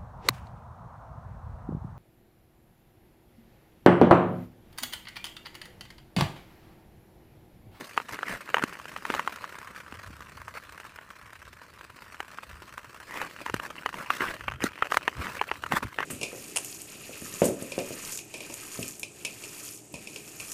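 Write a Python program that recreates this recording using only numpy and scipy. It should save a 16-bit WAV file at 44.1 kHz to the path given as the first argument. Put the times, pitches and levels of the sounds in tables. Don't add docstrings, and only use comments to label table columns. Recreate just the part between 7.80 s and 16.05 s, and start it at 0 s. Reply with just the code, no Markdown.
import sys
import numpy as np
from scipy import signal
from scipy.fft import rfft, irfft, next_fast_len
from scipy.io import wavfile
from scipy.ndimage import uniform_filter1d, map_coordinates

SR = 44100
rng = np.random.default_rng(int(sys.argv[2]) if len(sys.argv) > 2 else 0)


def bounce(signal):
    frames = np.transpose(np.atleast_2d(signal))
    limited = np.clip(frames, -1, 1)
    pcm = np.round(limited * 32767).astype(np.int16)
    wavfile.write(sys.argv[1], SR, pcm)


N = 363825

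# (time [s], friction level [dB], hiss level [dB])
RUB_LEVELS = [(0, -46, -51.5), (.25, -48, -57.5), (.7, -44.5, -56), (1.15, -45.5, -55), (1.6, -44.5, -55),
              (2.05, -47, -58.5), (2.9, -49.5, -58.5), (3.5, -52.5, -62.5), (4.7, -49.5, -59),
              (5.2, -50.5, -59.5), (5.5, -45.5, -54.5), (6.05, -46.5, -59.5), (6.55, -43.5, -54),
              (6.75, -48.5, -68), (7.1, -45, -58), (7.6, -47.5, -57.5), (8.25, -49.5, -57)]
# (time [s], tilt [0 = flat glide, 1 = pushing edge])
EDGE_TILT = [(0, 0.87), (1.5, 0.64), (1.8, 0.033), (5.15, 0.38), (5.3, 0.94), (8.25, 1)]
# (frequency [Hz], level [dB])
SPRAY_COLOUR = [(2000, -37), (3400, -0.5), (4100, 3), (5300, 1), (6400, -1.5), (7000, -2.5), (7900, -1.5),
                (11000, -5.5), (15500, -7)]


def amp(db):
    return 10 ** (np.asarray(db) / 20)


def unit(x):
    return x / np.sqrt(np.mean(x ** 2) + 1e-20)


def along(points, hz):
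    f, v = np.transpose(points)
    return np.interp(np.log(hz + 1), np.log(f + 1), v)


def curve(rows, axis=1):
    table = np.transpose(rows)
    return np.interp(np.arange(N) / SR, table[0], table[axis])


def wobble(rate):
    return map_coordinates(rng.standard_normal(4096), [np.arange(N) * rate / SR], mode="wrap")


def swell(s, half, shape=2):
    distance = np.abs(np.arange(N) / SR - s) / half
    return np.exp(-.5 * np.minimum(distance, 10) ** shape)


def coloured(x, spectrum):
    m = next_fast_len(len(x) + 8192)
    gain = amp(along(spectrum, np.fft.rfftfreq(m, 1 / SR)))
    return unit(irfft(rfft(x, m) * gain, m)[:len(x)])


def struck(db):
    cepstrum = irfft(np.log(amp(db)))
    half = len(cepstrum) // 2
    folded = np.r_[cepstrum[0], 2 * cepstrum[1:half], np.zeros(half)]
    ring = irfft(np.exp(rfft(folded)))
    return ring / np.linalg.norm(ring)


def add(track, s, sound):
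    part = track[max(round(s * SR), 0):][:len(sound)]
    part += sound[:len(part)]


def wind():
    # (time [s], level [dB])
    stream = [(0, -67.5), (1.5, -63), (2.6, -59.5), (4.4, -62), (8.25, -59.5)]
    # (middle [s], level [dB], half length [s])
    gust_table = [(2.267, -53, 0.12), (4.72, -52.5, 0.055), (5.736, -44, 0.035), (6.757, -43, 0.082),
                  (7.164, -51, 0.048), (7.392, -37, 0.016), (7.902, -52, 0.092), (8.063, -31, .012)]
    # (frequency [Hz], level [dB])
    rumble = [(15, -42), (35, -13), (55, -1), (80, 0.5), (115, -3), (200, -19.5), (500, -61)]
    lumps = unit(amp(3.0 * wobble(18)))
    gust_power = sum((amp(db) * swell(s, half)) ** 2 for s, db, half in gust_table)
    strength = np.sqrt(amp(curve(stream)) ** 2 + gust_power)
    return strength * lumps * coloured(rng.standard_normal(N), rumble)


def drumming():
    # (frequency [Hz], level [dB])
    murmur = [(70, -37), (130, -0.5), (190, 1.5), (380, -5.5), (600, -10), (1200, -34)]
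    flex = unit(amp(3.6 * wobble(80)))
    return flex * coloured(rng.standard_normal(N), murmur)


def booms(fall_s=0.01, low_hz=130):
    # (time [s], level [dB], starting pitch [Hz], time to fade by 60 dB [s])
    drops = [(.838, -10.5, 360, 0.014), (1.301, -21.5, 357, 0.02), (2.125, -31.5, 330, 0.021),
             (2.303, -37, 293, 0.047), (5.742, -7, 343, 0.0052), (6.841, -10.5, 358, 0.022),
             (8.051, -28.5, 300, 0.042)]
    out = np.zeros(N)
    t = np.arange(SR // 5) / SR
    for s, db, hz, t60 in drops:
        phase = 2 * np.pi * np.cumsum(hz / (1 + t / fall_s)) / SR
        add(out, s, amp(db) * np.sin(phase) * amp(-60 * t / t60))
    return signal.lfilter(*signal.butter(2, low_hz, "high", fs=SR), out)


def grit(spectrum, patchy_db=4.0):
    chips = (rng.random(N) < 3000 / SR) * rng.standard_normal(N)
    rub = .8 * rng.standard_normal(N)
    z = signal.stft(unit(chips) + rub, nperseg=512)[2]
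    field = uniform_filter1d(rng.standard_normal(z.shape), size=4, axis=0)
    field = uniform_filter1d(field, size=8, axis=1)
    depth = along([(3000, 1), (7000, .6)], np.fft.rfftfreq(512, 1 / SR))[:, None]
    patchy = signal.istft(z * amp(patchy_db * depth * unit(field)), nperseg=512)[1][:N]
    return coloured(patchy, spectrum)


def chatter(rate, steady):
    t = np.arange(SR // 20) / SR
    load = np.zeros(N)
    for k, (early, size, life) in enumerate(rng.random((round(rate * N / SR), 3))):
        push = amp(-34 * size ** .55) * np.exp(-t / (.0013 + .004 * life))
        add(load, (k + 1 - 2 * early) / rate, push)
    usual = np.abs(uniform_filter1d(load, size=SR // 10)) + load.mean()
    return unit(np.sqrt(load / usual + steady))


def friction():
    # (frequency [Hz], level [dB])
    gliding = [(150, -19), (300, -14.5), (480, -7), (650, -7.5), (770, -13.5), (1000, 0), (1650, -0.5),
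               (2000, -5), (2600, -8.5), (3300, -16.5), (5000, -61)]
    shaving = [(150, -31), (300, 2), (420, -5.5), (600, 1), (770, -9), (1030, -0.5), (1700, 0.5),
               (2200, -4.5), (2550, -1), (3150, -7), (3550, -21.5), (5500, -96)]
    edge = np.clip(curve(EDGE_TILT), 0, 1)
    friction_db = curve(RUB_LEVELS)
    pressure = chatter(rate=70, steady=0.09 + 0.07 * edge)
    glide = np.sqrt(1 - edge) * grit(gliding, patchy_db=2)
    shave = np.sqrt(edge) * grit(shaving) * amp(-2.5)
    rub = pressure * amp(friction_db) * (glide + shave)
    hiss = unit(pressure ** .8) * amp(curve(RUB_LEVELS, axis=2)) * grit(SPRAY_COLOUR)
    sheet = amp(friction_db - 14 + 2.5 * edge) * drumming()
    return rub + hiss + sheet


def scuffs():
    # (middle [s], crunch level [dB], spray level [dB], drumming level [dB], half length [s])
    pushes = [(0.01, -43.5, -63, -49, 0.029), (0.336, -36.5, -46, -54, 0.019),
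              (0.518, -32.5, -45.5, -46, 0.039), (0.83, -45, -64, -48.5, 0.065),
              (1.342, -37.5, -49.5, -48.5, 0.058), (2.768, -42, -53, -73, 0.017),
              (5.384, -36, -50, -54, 0.066), (5.847, -37, -47.5, -52, 0.021),
              (6.194, -40, -51.5, -44.5, 0.038), (6.348, -39, -47, -56, 0.037),
              (6.42, -27.5, -48, -53, 0.015), (6.472, -34.5, -48.5, -70, 0.04),
              (6.849, -34.5, -43.5, -41.5, .025), (7.139, -42.5, -45.5, -57, .028),
              (7.451, -37, -49.5, -42, 0.053), (7.56, -38.5, -48, -58, 0.02), (7.929, -31, -46, -36, 0.017),
              (7.969, -27, -38.5, -51, 0.013), (8.036, -29.5, -45.5, -43, 0.0082),
              (8.216, -35, -58, -52, 0.025)]
    # (middle [s], level [dB])
    ring_table = [(5.985, -36), (6.305, -29.5), (6.484, -29.5), (6.685, -27), (6.823, -30), (7.028, -27.5),
                  (7.283, -30), (7.596, -35), (7.691, -35.5)]
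    # (frequency [Hz], level [dB])
    rasp = [(150, -10), (300, -3.5), (600, -3), (770, -8), (1030, 1), (1700, 2.5), (2200, -3), (2550, -5),
            (3150, -16), (3550, -14), (5500, -75)]
    steel = [(1500, -4), (2400, 6.5), (2750, 8.5), (3100, -4), (3500, -20), (5000, -28.5)]
    crunch, spray, sheet = np.zeros((3, N))
    for s, crunch_db, spray_db, sheet_db, half in pushes:
        bite = swell(s, half, shape=2.9)
        crunch += amp(crunch_db) * bite
        spray += amp(spray_db) * bite
        sheet += amp(sheet_db) * bite
    slips = unit(amp(3 * wobble(260)))
    ring_strength = sum(amp(db) * swell(s, half=0.0033) for s, db in ring_table)
    crunching = slips * crunch * grit(rasp, patchy_db=4)
    spraying = unit(slips ** 0.95) * spray * grit(SPRAY_COLOUR)
    ringing = ring_strength * coloured(rng.standard_normal(N), steel)
    return crunching + spraying + sheet * drumming() + ringing


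def clack(hz, thud_db, crack_db, ring_db=7, rattle=0.061, rattle_t60=0.024, size=4096):
    # (frequency [Hz], level [dB])
    boot = [(80, -31), (300, -4), (430, 3), (600, -3.5), (950, 5.5), (1400, 5), (1900, 3), (2250, -3.5),
            (2950, 0.5), (3500, -19), (4600, -33), (15000, -49)]
    low_thud = [(20, -11), (90, -17), (170, -1.5), (300, 13.5), (450, 12.5), (800, -26), (3000, -19)]
    ice_crack = [(1500, -7), (4000, 11.5), (5000, 4), (6600, 9.5), (8000, 2.5), (11000, 2), (15500, -4.5)]
    t = np.arange(size) / SR
    f = np.fft.rfftfreq(size, 1 / SR)
    resonance = ring_db / (1 + (np.log((f + 1) / hz) / .24) ** 2)
    ripple = 2.5 * map_coordinates(rng.standard_normal(size), [f / 300])
    ring = 3.03 * struck(along(boot, f) + resonance + ripple)
    ring = ring + amp(thud_db + 14.5) * struck(along(low_thud, f) + ripple)
    loose = rattle * rng.standard_normal(size) * amp(-60 * t / rattle_t60) * (1 - np.exp(-t / 0.00022))
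    ring = ring + signal.fftconvolve(ring, loose)[:size]
    crumbling = amp(-60 * t / 0.0055) + 0.14 * amp(-60 * t / 0.029)
    chipping = (1 - np.exp(-t / 0.0012)) * crumbling
    return ring + amp(crack_db + 8.5) * coloured(rng.standard_normal(size), ice_crack) * chipping


def ticks(count):
    out = np.zeros(N)
    force_db = np.minimum(curve(RUB_LEVELS), -46) + 8.5 * curve(EDGE_TILT)
    for k, (when, size, pitch, chip) in enumerate(rng.random((count, 4))):
        at = int((k + 2 * when) / (count + 1) * (N - 1))
        db = force_db[at] + 8 + 9 * size ** 2
        tap = clack(1100 + 1400 * pitch ** 2, thud_db=-37, crack_db=-18 - 11 * chip,
                    rattle=0.029, rattle_t60=0.019)
        add(out, at / SR, amp(db) * tap)
    return out


def blows():
    # (time [s], blow level [dB], ring pitch [Hz],
    # crack level relative to the blow, before the lift inside clack() [dB])
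    strikes = [(0.177, -4, 1000, -28.5), (0.201, -18.5, 1370, -38), (0.292, -21.5, 1080, -16),
               (0.39, -18.5, 1600, -27), (0.431, -11.5, 1450, -31), (0.691, -22, 1040, -22),
               (0.744, -1, 1250, -29), (0.769, -9, 980, -34), (0.783, -12, 990, -25),
               (0.795, -18, 1150, -29), (0.825, -12.5, 1440, -23), (0.838, -8.5, 1100, -17.5),
               (0.999, -23, 1000, -24), (1.164, -17.5, 1010, -23), (1.253, -14.5, 1730, -22),
               (1.302, -9.5, 880, -26), (1.34, -11.5, 810, -23), (1.349, -14.5, 970, -17.5),
               (1.395, -8.5, 1120, -24.5), (1.476, -9.5, 935, -25.5), (1.56, -26, 1430, -10.5),
               (1.642, -17.5, 1090, -25), (1.787, -30, 1300, -9), (2.124, -24, 1000, -22),
               (3.001, -24.5, 1570, -19), (3.188, -23.5, 1730, -31), (3.532, -29, 1650, -13),
               (4.011, -27, 1420, -26), (4.345, -26.5, 1300, -18), (4.404, -15, 1130, -22),
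               (4.586, -20.5, 1190, -38), (4.979, -20.5, 1190, -18), (5.416, -14, 1040, -18.5),
               (5.663, -14.5, 950, -24), (5.698, -15.5, 890, -21), (5.742, -11.5, 860, -15.5),
               (5.799, -16.5, 1080, -25), (6.061, -7.5, 1200, -24.5), (6.091, -20, 1070, -18),
               (6.142, -19, 1060, -20), (6.304, -4.5, 1160, -25.5), (6.682, -11, 1170, -48),
               (6.72, -19.5, 1270, -25), (6.839, -19.5, 1186, 0.5), (7.024, -3, 1330, -45),
               (7.054, -22.5, 1340, -23), (7.121, -6.5, 1240, -28), (7.144, -10, 1020, -14),
               (7.171, -1.5, 1520, -21), (7.279, -2, 1440, -29.5), (7.469, -17, 1570, -35),
               (7.614, -6, 950, -29), (7.715, -7.5, 980, -33.5), (7.838, -14.5, 1310, -23.5),
               (7.864, -19.5, 1230, -19), (7.922, -8, 796, -18.5), (8.187, -9, 969, -34),
               (8.205, -12, 1160, -25), (8.228, -15.5, 1130, -27)]
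    thud_db, thud_growth = -41, 0.48
    graze_s, graze_db, graze_limit_db = 0.0033, -17.5, -32
    steel_hz, steel_db, steel_t60 = 3058, -20, 0.015
    out = np.zeros(N)
    t = np.arange(SR // 10) / SR
    for s, db, hz, crack_db in strikes:
        relative_thud_db = thud_db + thud_growth * db - db
        add(out, s, amp(db) * clack(hz, relative_thud_db, crack_db, ring_db=6.0))
        graze = clack(hz, thud_db=-35, crack_db=-23)
        add(out, s - graze_s, amp(min(db + graze_db, graze_limit_db)) * graze)
        ping_hz = steel_hz * (1 + .025 * rng.standard_normal())
        ping = np.sin(2 * np.pi * ping_hz * t)
        add(out, s, amp(db + steel_db - 60 * t / steel_t60) * ping)
    return out + ticks(count=190)


def scene():
    return (wind() + booms() + friction() + scuffs() + blows())[None]


def record(dry):
    top_hz = 15500
    m = next_fast_len(N + 8192)
    kept = np.fft.rfftfreq(m, 1 / SR) < top_hz
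    return irfft(rfft(dry, m) * kept, m)[..., :N]


dry = scene()
out = record(dry)
bounce(out)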